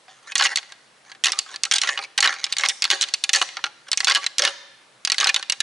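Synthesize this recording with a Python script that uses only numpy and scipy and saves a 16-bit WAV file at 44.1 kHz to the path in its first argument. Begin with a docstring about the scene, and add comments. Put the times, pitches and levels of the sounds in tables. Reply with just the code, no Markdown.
"""Antlers rattled in bare woods

Two antlers clash and grind in quick runs, a step away from a camera. Each blow snaps and briefly rings
a bank of decaying bone modes; between blows, sliding tines excite the modes with random ticks.
Trunks return a thin echo of sparse decaying taps over a quiet floor of shaped noise.
The camera's limiter holds the loudest clacks down."""
import sys
import numpy as np
from scipy import signal
from scipy.fft import rfft, irfft
from scipy.io import wavfile
from scipy.ndimage import uniform_filter1d

SR = 44100
rng = np.random.default_rng(int(sys.argv[2]) if len(sys.argv) > 2 else 0)


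def pcm_store(signal):
    """Save signal as 16-bit PCM."""
    levels = np.round(np.clip(np.atleast_2d(signal), -1, 1) * 32767)
    wavfile.write(sys.argv[1], SR, levels.astype(np.int16).T)


N = 247842

# Blows. Each row: start in seconds, relative strength in dB, two favoured pitches in Hz,
# brightness in dB (high modes up, low modes down).
BLOWS = [(0.0816, -38, 2430, 757, -20), (0.3197, -22, 2530, 1930, -4.5), (0.3546, -4, 1920, 4250, -0.5),
         (.372, -21, 1810, 4580, 3), (.38, -12.5, 6300, 5030, 6), (.393, -15, 3000, 1770, -6),
         (0.3969, -9.5, 4630, 1592, -10.5), (0.4095, -6.5, 4460, 1750, -14), (.423, -5.5, 4040, 1488, -9),
         (0.4387, -13, 3760, 4950, 9), (0.452, -8.5, 1944, 1655, -6), (0.4574, -11.5, 2765, 2010, -11),
         (0.4672, -12.5, 2800, 2480, -6), (0.5585, -8.5, 4440, 3560, 6), (.572, -11.5, 4540, 2070, -0.5),
         (.584, -17.5, 3350, 4500, -5), (0.6288, -33.5, 1590, 2100, -11), (.7214, -29, 3780, 1620, -3),
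         (1.0972, -38.5, 1720, 1310, -11), (1.1165, -30, 2030, 1650, -9), (1.1493, -38.5, 1800, 733, -11),
         (1.2382, -8, 3160, 1900, 2), (1.244, 0, 3620, 2510, 5.5), (1.257, -5, 1624, 2070, 2),
         (1.2675, -8.5, 2680, 1840, 1), (1.2834, -15.5, 1990, 3750, -6), (1.32, -10, 5020, 1960, 5.5),
         (1.3317, -19.5, 3620, 1204, -9), (1.3892, -6.5, 4690, 2950, 8), (1.4622, -33.5, 1620, 1260, -16),
         (1.5418, -26.5, 3870, 1730, -15), (1.5603, -21, 4540, 1210, 0.5), (1.6349, -7, 6180, 4480, 4),
         (1.652, -15.5, 4000, 1890, 0), (1.7124, -3, 5830, 3143, -3), (1.7228, -6, 3200, 1573, 2),
         (1.7379, -8, 7000, 3420, 7), (1.7585, -11, 4630, 1950, 0.5), (1.762, -8, 4950, 1590, 4),
         (1.7829, -10.5, 3800, 3180, 1), (1.8161, -8.5, 4190, 5680, 3.5), (1.8347, -12.5, 2710, 1124, -6),
         (1.844, -19.5, 3170, 1890, -13), (1.8735, -13, 1990, 1364, -6), (1.8897, -9.5, 2895, 1780, -11.5),
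         (1.975, -15, 1800, 2926, -12.5), (1.99, -18.5, 1230, 890, -14), (2.0251, -26.5, 4000, 960, -16),
         (2.0378, -27.5, 4130, 2520, -5), (2.1777, -7.5, 3170, 1587, 5.5), (2.1853, -11, 1950, 805, -5.5),
         (2.2048, -6.5, 6640, 4450, 6), (2.2277, -3, 4280, 1773, -6), (2.2434, -8.5, 2950, 1086, -5),
         (2.2491, -9, 2700, 1840, -14), (2.2579, -10, 1850, 3050, -5), (2.2745, -7, 3940, 1900, -9.5),
         (2.2932, -20, 1380, 1860, -10), (2.326, -20.5, 2390, 1420, -9), (2.34, -28, 1580, 900, -2),
         (2.4413, -9, 3560, 5150, 3.5), (2.454, -28, 3580, 2280, 7), (2.465, -24, 2360, 1270, -6),
         (2.5245, -10, 4800, 3980, 4), (2.535, -23, 3700, 2950, -6), (2.5671, -15, 4530, 2200, -2),
         (2.584, -11.5, 6760, 3820, 6), (2.596, -19, 3880, 2320, 1), (2.609, -18.5, 3150, 2100, 2),
         (2.6354, -7, 2140, 1041, -12.5), (2.6506, -13.5, 2160, 996, -10), (2.6596, -11, 2080, 5140, -3),
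         (2.6866, 0, 5810, 3640, 9.5), (2.694, -6.5, 5150, 3730, 3), (2.699, -11, 3680, 1930, 3),
         (2.822, -1.5, 5280, 4680, 1.5), (2.8413, -6, 4620, 3850, -1), (2.852, -10, 4310, 2730, -6),
         (2.9025, -1.5, 3570, 2130, 1), (2.9126, 7, 4010, 6570, -2.5), (3.0115, -9, 4630, 3930, 6),
         (3.0201, -8.5, 5760, 4100, 4.5), (3.0264, -11, 4170, 3000, 1), (3.0379, -14.5, 3070, 3710, -2),
         (3.0867, -24.5, 4330, 2020, 0), (3.1382, -5.5, 5760, 4630, 5.5), (3.2386, -6.5, 3470, 4250, 5),
         (3.2927, -6.5, 3550, 1800, 0.5), (3.3324, 6, 5780, 3240, 5.5), (3.3364, 6.5, 5840, 1920, 3),
         (3.348, 1.5, 4370, 1730, -3.5), (3.359, -3.5, 4500, 1830, 7), (3.4154, -6, 2940, 1825, -8.5),
         (3.424, -19, 6200, 690, 23), (3.489, -27, 2930, 2150, -4), (3.569, -18, 1234, 2230, -11),
         (3.59, -30.5, 1800, 960, -21), (3.64, -9.5, 2950, 1395, -7.5), (3.664, -24, 1406, 840, -11),
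         (3.8846, -36, 2930, 1605, -2), (3.916, -8.5, 4900, 3670, 6.5), (3.9305, -9, 4700, 3830, -2),
         (3.9742, 0.5, 6200, 2220, 5), (4.0042, -10.5, 4810, 2045, -3.5), (4.031, -25, 2000, 790, -16),
         (4.0455, -4, 4300, 6220, 8), (4.071, -8, 3460, 2220, -8), (4.0815, -4.5, 4580, 1614, -6.5),
         (4.0877, -14, 1640, 1070, -13), (4.0978, -8, 3470, 4630, -1), (4.1109, -8.5, 2080, 4420, -8),
         (4.1194, -9, 2180, 4470, -4.5), (4.141, -22, 3370, 2240, 2), (4.1492, -0.5, 2970, 1660, -3),
         (4.1581, -7, 2800, 1099, -4), (4.1674, -14.5, 2940, 1140, -14), (4.2243, -29, 2180, 813, -13),
         (4.2419, -19, 2170, 1650, -4.5), (4.264, -8.5, 1870, 4050, 2.5), (4.3831, -3.5, 4060, 5300, 6),
         (4.3935, -7, 6260, 1830, -1.5), (4.421, -5.5, 5420, 3207, -2.5), (4.4373, -13.5, 2180, 1660, -3),
         (4.4508, 4.5, 3615, 1770, -4), (4.468, -18, 3400, 556, -10), (4.475, -11.5, 5290, 2910, -11),
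         (5.05, -10, 4780, 3550, 7.5), (5.0739, -13, 4760, 5780, -4), (5.0997, -9, 4400, 1910, -1),
         (5.1192, 0, 4560, 5810, 0.5), (5.1439, -19, 2040, 1480, -2), (5.1823, -9.5, 4340, 1640, 2),
         (5.2013, -10.5, 6420, 2440, -2), (5.2093, -7.5, 3010, 3800, -4), (5.2287, -12.5, 1600, 1250, -12),
         (5.2436, -5, 5150, 2490, -2), (5.2582, -16.5, 1520, 788, -17.5), (5.2708, -4.5, 3360, 4110, -4.5),
         (5.292, -5.5, 2800, 2450, -2), (5.2952, -8.5, 2420, 1790, -5), (5.3439, -7.5, 3540, 2480, 0.5),
         (5.362, -5, 3540, 2990, -2), (5.4269, -20, 2900, 1810, -5), (5.4982, -8, 2830, 4250, 3.5),
         (5.5219, -11, 5500, 2960, -1), (5.6036, -8, 3870, 1747, 3)]
# Tines sliding on each other. Each row: start and end in seconds, pressure at start and at end in dB,
# centre of the favoured pitch in Hz.
SCRAPES = [(0.075, 0.254, -48, -68, 1295), (0.224, 0.28, -49.5, -51.5, 1150),
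           (.266, 0.321, -46, -35.5, 2400), (0.357, .474, -37, -18.5, 2970),
           (0.467, 0.543, -34, -29.5, 1830), (0.562, 0.603, -43, -37.5, 2250),
           (0.688, 0.726, -50, -48, 1990), (1.041, 1.12, -55, -51, 1735), (1.243, 1.313, -30.5, -29, 1926),
           (1.32, 1.396, -54, -34.5, 1250), (1.377, 1.448, -30, -50.5, 3920),
           (1.468, 1.562, -51, -31.5, 1594), (1.663, 1.683, -31, -51, 1330),
           (1.732, 1.777, -17, -34.5, 4220), (1.803, 1.881, -38, -27, 3100),
           (1.867, 2.01, -27, -41.5, 1738), (2, 2.061, -36.5, -35.5, 2380),
           (2.217, 2.272, -20.5, -21, 1807), (2.28, 2.372, -22.5, -42, 1850),
           (2.351, 2.443, -41, -37.5, 2234), (2.481, 2.527, -47, -37, 3300),
           (2.582, 2.691, -28.5, -30.5, 2240), (2.692, 2.723, -38, -32, 1930),
           (2.861, 2.901, -34, -45, 1620), (2.921, 2.97, -6, -44, 1730), (3.064, 3.098, -50, -33, 3230),
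           (3.333, 3.412, -10.5, -41, 1850), (3.413, 3.451, -14, -48, 1052), (3.652, 3.69, -26, -56, 1350),
           (3.861, 3.891, -58, -31, 1600), (4.077, 4.144, -18.5, -38, 1646), (4.17, 4.2, -26, -45, 1190),
           (4.209, 4.238, -49, -22, 2150), (4.385, 4.475, -31, -19, 556), (4.457, 4.516, -23, -37, 1147),
           (5.184, 5.302, -29, -26, 1670), (5.355, 5.415, -29.5, -37, 1530)]
# Bone modes. Each row: frequency in Hz, relative level in dB, t60 in seconds before damping by the hands.
BONE_MODES = [(327.4, -11, 0.067), (411.6, -18, 0.11), (556, -17, 0.19), (690, -20, 0.052), (790, -8, 0.13),
              (960, -6.5, 0.061), (1126, -5, 0.091), (1358, -0.5, 0.063), (1646, -1.5, 0.078),
              (1850, 1.5, 0.038), (2080, 4, 0.036), (2220, -6.5, 0.044), (2450, -1.5, 0.055),
              (2800, -3.5, 0.05), (2950, 2.5, 0.037), (3405, 3.5, 0.029), (3906, 6, 0.022), (4300, 2, 0.04),
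              (4450, 3.5, 0.024), (4606, 1, 0.023), (4834, 2.5, 0.027), (5415, 10.5, 0.016),
              (5780, 7, 0.024), (6200, 7.5, 0.023), (6575, 7, 0.028), (6880, 2.5, 0.019),
              (7720, -1.5, 0.022), (8910, 3, 0.018), (8770, -14, 0.021), (9700, -3, 0.03)]
# Spectrum of the contact snap. Each row: frequency in Hz, relative level in dB.
SNAP_COLOUR = [(300, -42), (1000, -6.5), (2500, -3.5), (5000, -3), (7500, 4.5), (11000, -10.5)]
# Copies off body and ground. Each row: delay in seconds, left level in dB, right level in dB.
BOUNCES = [(.0027, -18, -23), (.0046, -16.5, -17), (.0085, -31, -25)]
# Echo decay. Each row: frequency in Hz, t60 in seconds.
WOODS_T60 = [(250, 0.93), (700, 0.75), (2000, 1), (4500, 0.89), (7000, 0.55), (10000, 0.43)]
# Echo spectrum. Each row: frequency in Hz, relative level in dB.
WOODS_COLOUR = [(500, 10), (1100, 3), (2000, 0.5), (2700, -0.5), (3900, 0.5), (6000, 3), (10000, 7)]
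# Background spectrum. Each row: frequency in Hz, relative density in dB per Hz.
AIR_COLOUR = [(30, -7), (70, -20), (110, -40), (122, 2.5), (136, -13), (300, -9), (800, -5.5), (2000, -8),
              (4000, -12.5), (11000, -20)]
# Background width. Each row: frequency in Hz, left-right likeness (1 = identical).
AIR_LIKENESS = [(60, .85), (130, 1), (270, 0.83), (800, 0.49), (3000, 0.58), (10000, 0.74)]
# Antlers right of centre. Each row: frequency in Hz, left minus right level in dB.
LEAN = [(300, 0.5), (1100, -.55), (4000, -1.2), (10000, -2.8)]
# How far one contact strays sideways. Each row: frequency in Hz, level in dB.
SWAY = [(300, -11.5), (2000, -13), (5000, -14.5), (10000, -8)]
# The antlers' sound carries little bass. Each row: frequency in Hz, level in dB.
THINNESS = [(30, -38), (120, -32), (300, -8), (600, 0)]

AIR_RMS_DB, ECHO_DB = -55, -21.5
SENSOR_HZ, LAST_EDGE_HZ = 11050, 12220
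OUTER_DB = -8.0  # low and high modes both sit under the middle ones
GRIP_FACTOR, GRIP_SPREAD = 1.17, 0.12  # damping by the hands; its log scatter from blow to blow
GRIP_PER_DB = 0.0066  # bright blows on the tine tips die sooner, dull ones on the beam ring on
SCRAPE_DAMPING_FACTOR, TICKS_PER_S = 3.93, 2200
DULL_AT_2KHZ_DB, DULL_DB_PER_OCTAVE = 4.5, 1.5  # scrapes are dull, more so the lower they ring
LIMIT_DB, LIMITER_LAG_S, RELEASE_DB_PER_S = -3.5, 0.0001, 540.0
CEILING = 0.8


def gain_of(db):
    """Amplitude factor of a dB level."""
    return 10 ** (np.asarray(db) / 20)


def evened(x):
    """Scales x to unit RMS."""
    return x / np.sqrt(np.mean(x ** 2) + 1e-20)


def read(points, hz):
    """Reads a curve along log frequency."""
    f, value = np.transpose(points)
    return np.interp(np.log(hz + 1), np.log(f + 1), value)


def add(mix, start_s, sound):
    """Adds a sound to mix in place, cut at the end."""
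    part = mix[round(start_s * SR):][:len(sound)]
    part += sound[:len(part)]


def coloured(x, points):
    """Weights the spectrum of x by a dB curve."""
    hz = np.fft.rfftfreq(x.shape[-1], 1 / SR)
    return irfft(rfft(x) * gain_of(read(points, hz)), x.shape[-1])


def low_pass(x, hz):
    """Steep linear-phase band edge."""
    taps = signal.firwin(401, hz, window=("kaiser", 8), fs=SR)
    return signal.oaconvolve(x, taps[None], "same")


def air():
    """A faint far hum, rumble and hiss: shaped stereo noise with slowly drifting patches."""
    frames, hz = N // 1024 + 5, np.fft.rfftfreq(4096, 1 / SR)
    a, b, c, d, patches_db = rng.standard_normal((frames, 2049, 5)).T
    patches_db = uniform_filter1d(patches_db, size=40, axis=0)  # across frequency
    patches_db = evened(uniform_filter1d(patches_db, size=4, axis=1))  # across time
    same = np.clip(read(AIR_LIKENESS, hz), -1, 1)[:, None]
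    left = a + 1j * b
    right = same * left + np.sqrt(1 - same ** 2) * (c + 1j * d)
    z = np.array([left, right]) * gain_of(read(AIR_COLOUR, hz)[:, None] + patches_db)
    noise = signal.istft(z, nperseg=4096, noverlap=3072)[1][:, :N]
    return gain_of(AIR_RMS_DB) * evened(noise)


def ring(t, shade, pitches_hz, damping, chance):
    """Bone modes start together; the place of contact favours two pitches and shades low against high."""
    hz, mode_db, t60_s = np.transpose(BONE_MODES)[:, :, None]
    luck, detune, side = chance.T[:, :, None]
    start_db = mode_db + read(shade, hz) + 10.4 * (luck - .5)
    hz = hz * (1 + 0.00068 * np.sqrt(hz) * (detune - .5))  # the grip shifts high modes more
    for pitch_hz, favour_db in zip(pitches_hz, (8.0, 7.0)):
        apart = abs(np.log(hz / pitch_hz))
        nearest = apart == apart.min()
        start_db = start_db + favour_db * np.exp(-(apart / 0.1) ** 2) + 3.94 * nearest
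        hz = np.where(nearest, pitch_hz, hz)  # nearest mode is drawn onto the pitch
    rise = 1 - np.exp(-t * hz / 1.55)  # low modes take longer to swing up
    swing = np.sign(side - .4) * rise * np.sin(2 * np.pi * hz * t)
    level_db = start_db - 60 * t * np.clip(damping, .7, 4) / t60_s
    return (gain_of(level_db) * swing).sum(0)


def grind():
    """Ridges catch and slip in uneven ticks; the ring's colour drifts as the contact slides along."""
    tick_gain = gain_of(3.5 * np.minimum(rng.exponential(1, N), 4))
    ticks = tick_gain * (rng.random(N) < TICKS_PER_S / SR) * rng.standard_normal(N)
    out, t = np.zeros((2, N)), np.arange(2048) / SR  # rows: sound, sideways stray
    chance = rng.random((len(SCRAPES), 3, len(BONE_MODES), 3))
    sides = rng.standard_normal(len(SCRAPES))
    for (start_s, end_s, start_db, end_db, pitch_hz), places, side in zip(SCRAPES, chance, sides):
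        dull_db = DULL_AT_2KHZ_DB + DULL_DB_PER_OCTAVE * np.log2(2000 / pitch_hz)
        shade = [(400, 2 * dull_db), (2500, 0.0062), (8000, -dull_db)]
        slips = evened(ticks[round(start_s * SR):round(end_s * SR)])
        along = np.linspace(0, 2, len(slips))
        pressure = gain_of(np.linspace(start_db, end_db, len(slips)))
        pressure = pressure * signal.windows.tukey(len(slips), .25)
        for k, c in enumerate(places):  # crossfade through three contact places
            pitches_hz = (pitch_hz * (.94 + 0.126 * c[1, 0]), 1500 + 3500 * c[0, 0])
            body = ring(t, shade, pitches_hz, SCRAPE_DAMPING_FACTOR, c)
            here = np.cos(np.pi / 2 * np.clip(along - k, -1, 1))
            sound = signal.fftconvolve(slips * pressure * here, body / np.linalg.norm(body))
            add(out[0], start_s, sound)
            add(out[1], start_s, side * sound)
    return out


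def blow(strength_db, first_hz, second_hz, bright_db, chance, noise, hold):
    """A sharp noise snap of contact over the ringing bone; the snap's treble dies first."""
    t = np.arange(len(noise)) / SR
    shade = [(1200, OUTER_DB - bright_db), (2600, 0.023), (5000, 0.041), (7500, OUTER_DB + bright_db)]
    damping = GRIP_FACTOR * np.exp(GRIP_PER_DB * bright_db + GRIP_SPREAD * hold)
    bone = ring(t, shade, (first_hz, second_hz), damping, chance)
    snap = coloured(coloured(noise, SNAP_COLOUR), shade)
    dull = coloured(snap, [(4000, 6.5), (8000, -44)])
    fade_db = -60 * t * np.clip(damping, .3, 4)
    # t60 before damping: 0.04 s dull part, 0.022 s rest
    snap = dull * gain_of(fade_db / 0.04) + (snap - dull) * gain_of(fade_db / 0.022)
    bone_rms, snap_rms = [np.sqrt(np.mean(v[:300] ** 2)) for v in (bone, snap)]
    sound = bone / bone_rms + gain_of(-3.0) * snap / snap_rms
    return gain_of(strength_db - 6.5) * sound / np.sqrt(np.mean(sound[:300] ** 2))


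def clacks():
    """Every blow in its place; the second row is how far each strays to one side."""
    chance = rng.random((len(BLOWS), len(BONE_MODES), 3))
    noise = rng.standard_normal((len(BLOWS), 3072))
    side_hold = rng.standard_normal((len(BLOWS), 2))
    out = np.zeros((2, N))
    for (start_s, *row), c, n, (side, hold) in zip(BLOWS, chance, noise, side_hold):
        sound = blow(*row, c, n, hold)
        add(out[0], start_s, sound)
        add(out[1], start_s, side * sound)
    return out


def nearby(x, stray):
    """Direct sound, treble leaning right, strays with each contact; body and ground add quick copies."""
    lean = np.array(LEAN)
    # a quarter turn: it arrives earlier at one port, not louder
    stray = signal.hilbert(coloured(stray, SWAY)).imag
    out = np.array([x + stray, x - stray])
    for delay_s, left_db, right_db in BOUNCES:
        lag = round(delay_s * SR)
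        out[0, lag:] += gain_of(left_db) * x[:-lag]
        out[1, lag + 1:] += gain_of(right_db) * x[:-lag - 1]
    return np.array([coloured(out[0], lean * [1, .5]), coloured(out[1], lean * [1, -.5])])


def woods(x):
    """Trunks scatter sound: sparse taps of random sign, each band dying at its own speed."""
    slots, out = np.arange(400, SR - 20, 20), 0
    for k in range(3):  # three random tails fade in and out in turn, so no band of the echo stands still
        taps = np.zeros((3, SR))
        at = slots + rng.integers(0, 20, (3, len(slots)))
        np.put_along_axis(taps, at, rng.choice([-1., 1.], at.shape), 1)
        taps = 0.94 * taps[2] + 0.73 * taps[:2]  # much of the echo reaches both ports alike
        hz, t, z = signal.stft(taps, SR, nperseg=256)
        build = 1 - np.exp(-t / 0.01)  # more trunks answer as the wave spreads
        fade_db = read(WOODS_COLOUR, hz)[:, None] - 60 * t / read(WOODS_T60, hz)[:, None]
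        tail = signal.istft(z * build * gain_of(fade_db), SR, nperseg=256)[1]
        tail = tail / np.linalg.norm(tail[0])
        turn = np.sqrt(2 / 3) * np.cos(2 * np.pi * (np.arange(N) / SR * 9 + k / 3))  # steady 9 Hz
        out = out + signal.fftconvolve((turn * x)[None], tail, axes=1)[:, :N]
    return out


def scene():
    """Antlers nearby, their echo and the background."""
    antlers, stray = coloured(clacks() + grind(), THINNESS)
    return nearby(antlers, stray) + gain_of(ECHO_DB) * woods(antlers) + air()


def record(dry):
    """Sensor band limit, limiter just too late for the first spike, soft ceiling, bass cut, band edge."""
    x = low_pass(dry, SENSOR_HZ)
    peak_db = 20 * np.log10(abs(x).max(0) + 1e-6)  # one control for both channels
    fall_db = np.arange(N) * RELEASE_DB_PER_S / SR
    held_db = np.maximum.accumulate(peak_db + fall_db) - fall_db
    over_db = np.maximum(held_db - LIMIT_DB, 0)
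    lag = np.exp(-1 / (LIMITER_LAG_S * SR))
    x = x / gain_of(signal.lfilter([1 - lag], [1, -lag], over_db))
    x = CEILING * np.tanh(x / CEILING)
    x = signal.sosfilt(signal.butter(2, 85, "high", fs=SR, output="sos"), x)
    return low_pass(x, LAST_EDGE_HZ)


dry = scene()
out = record(dry)
pcm_store(out)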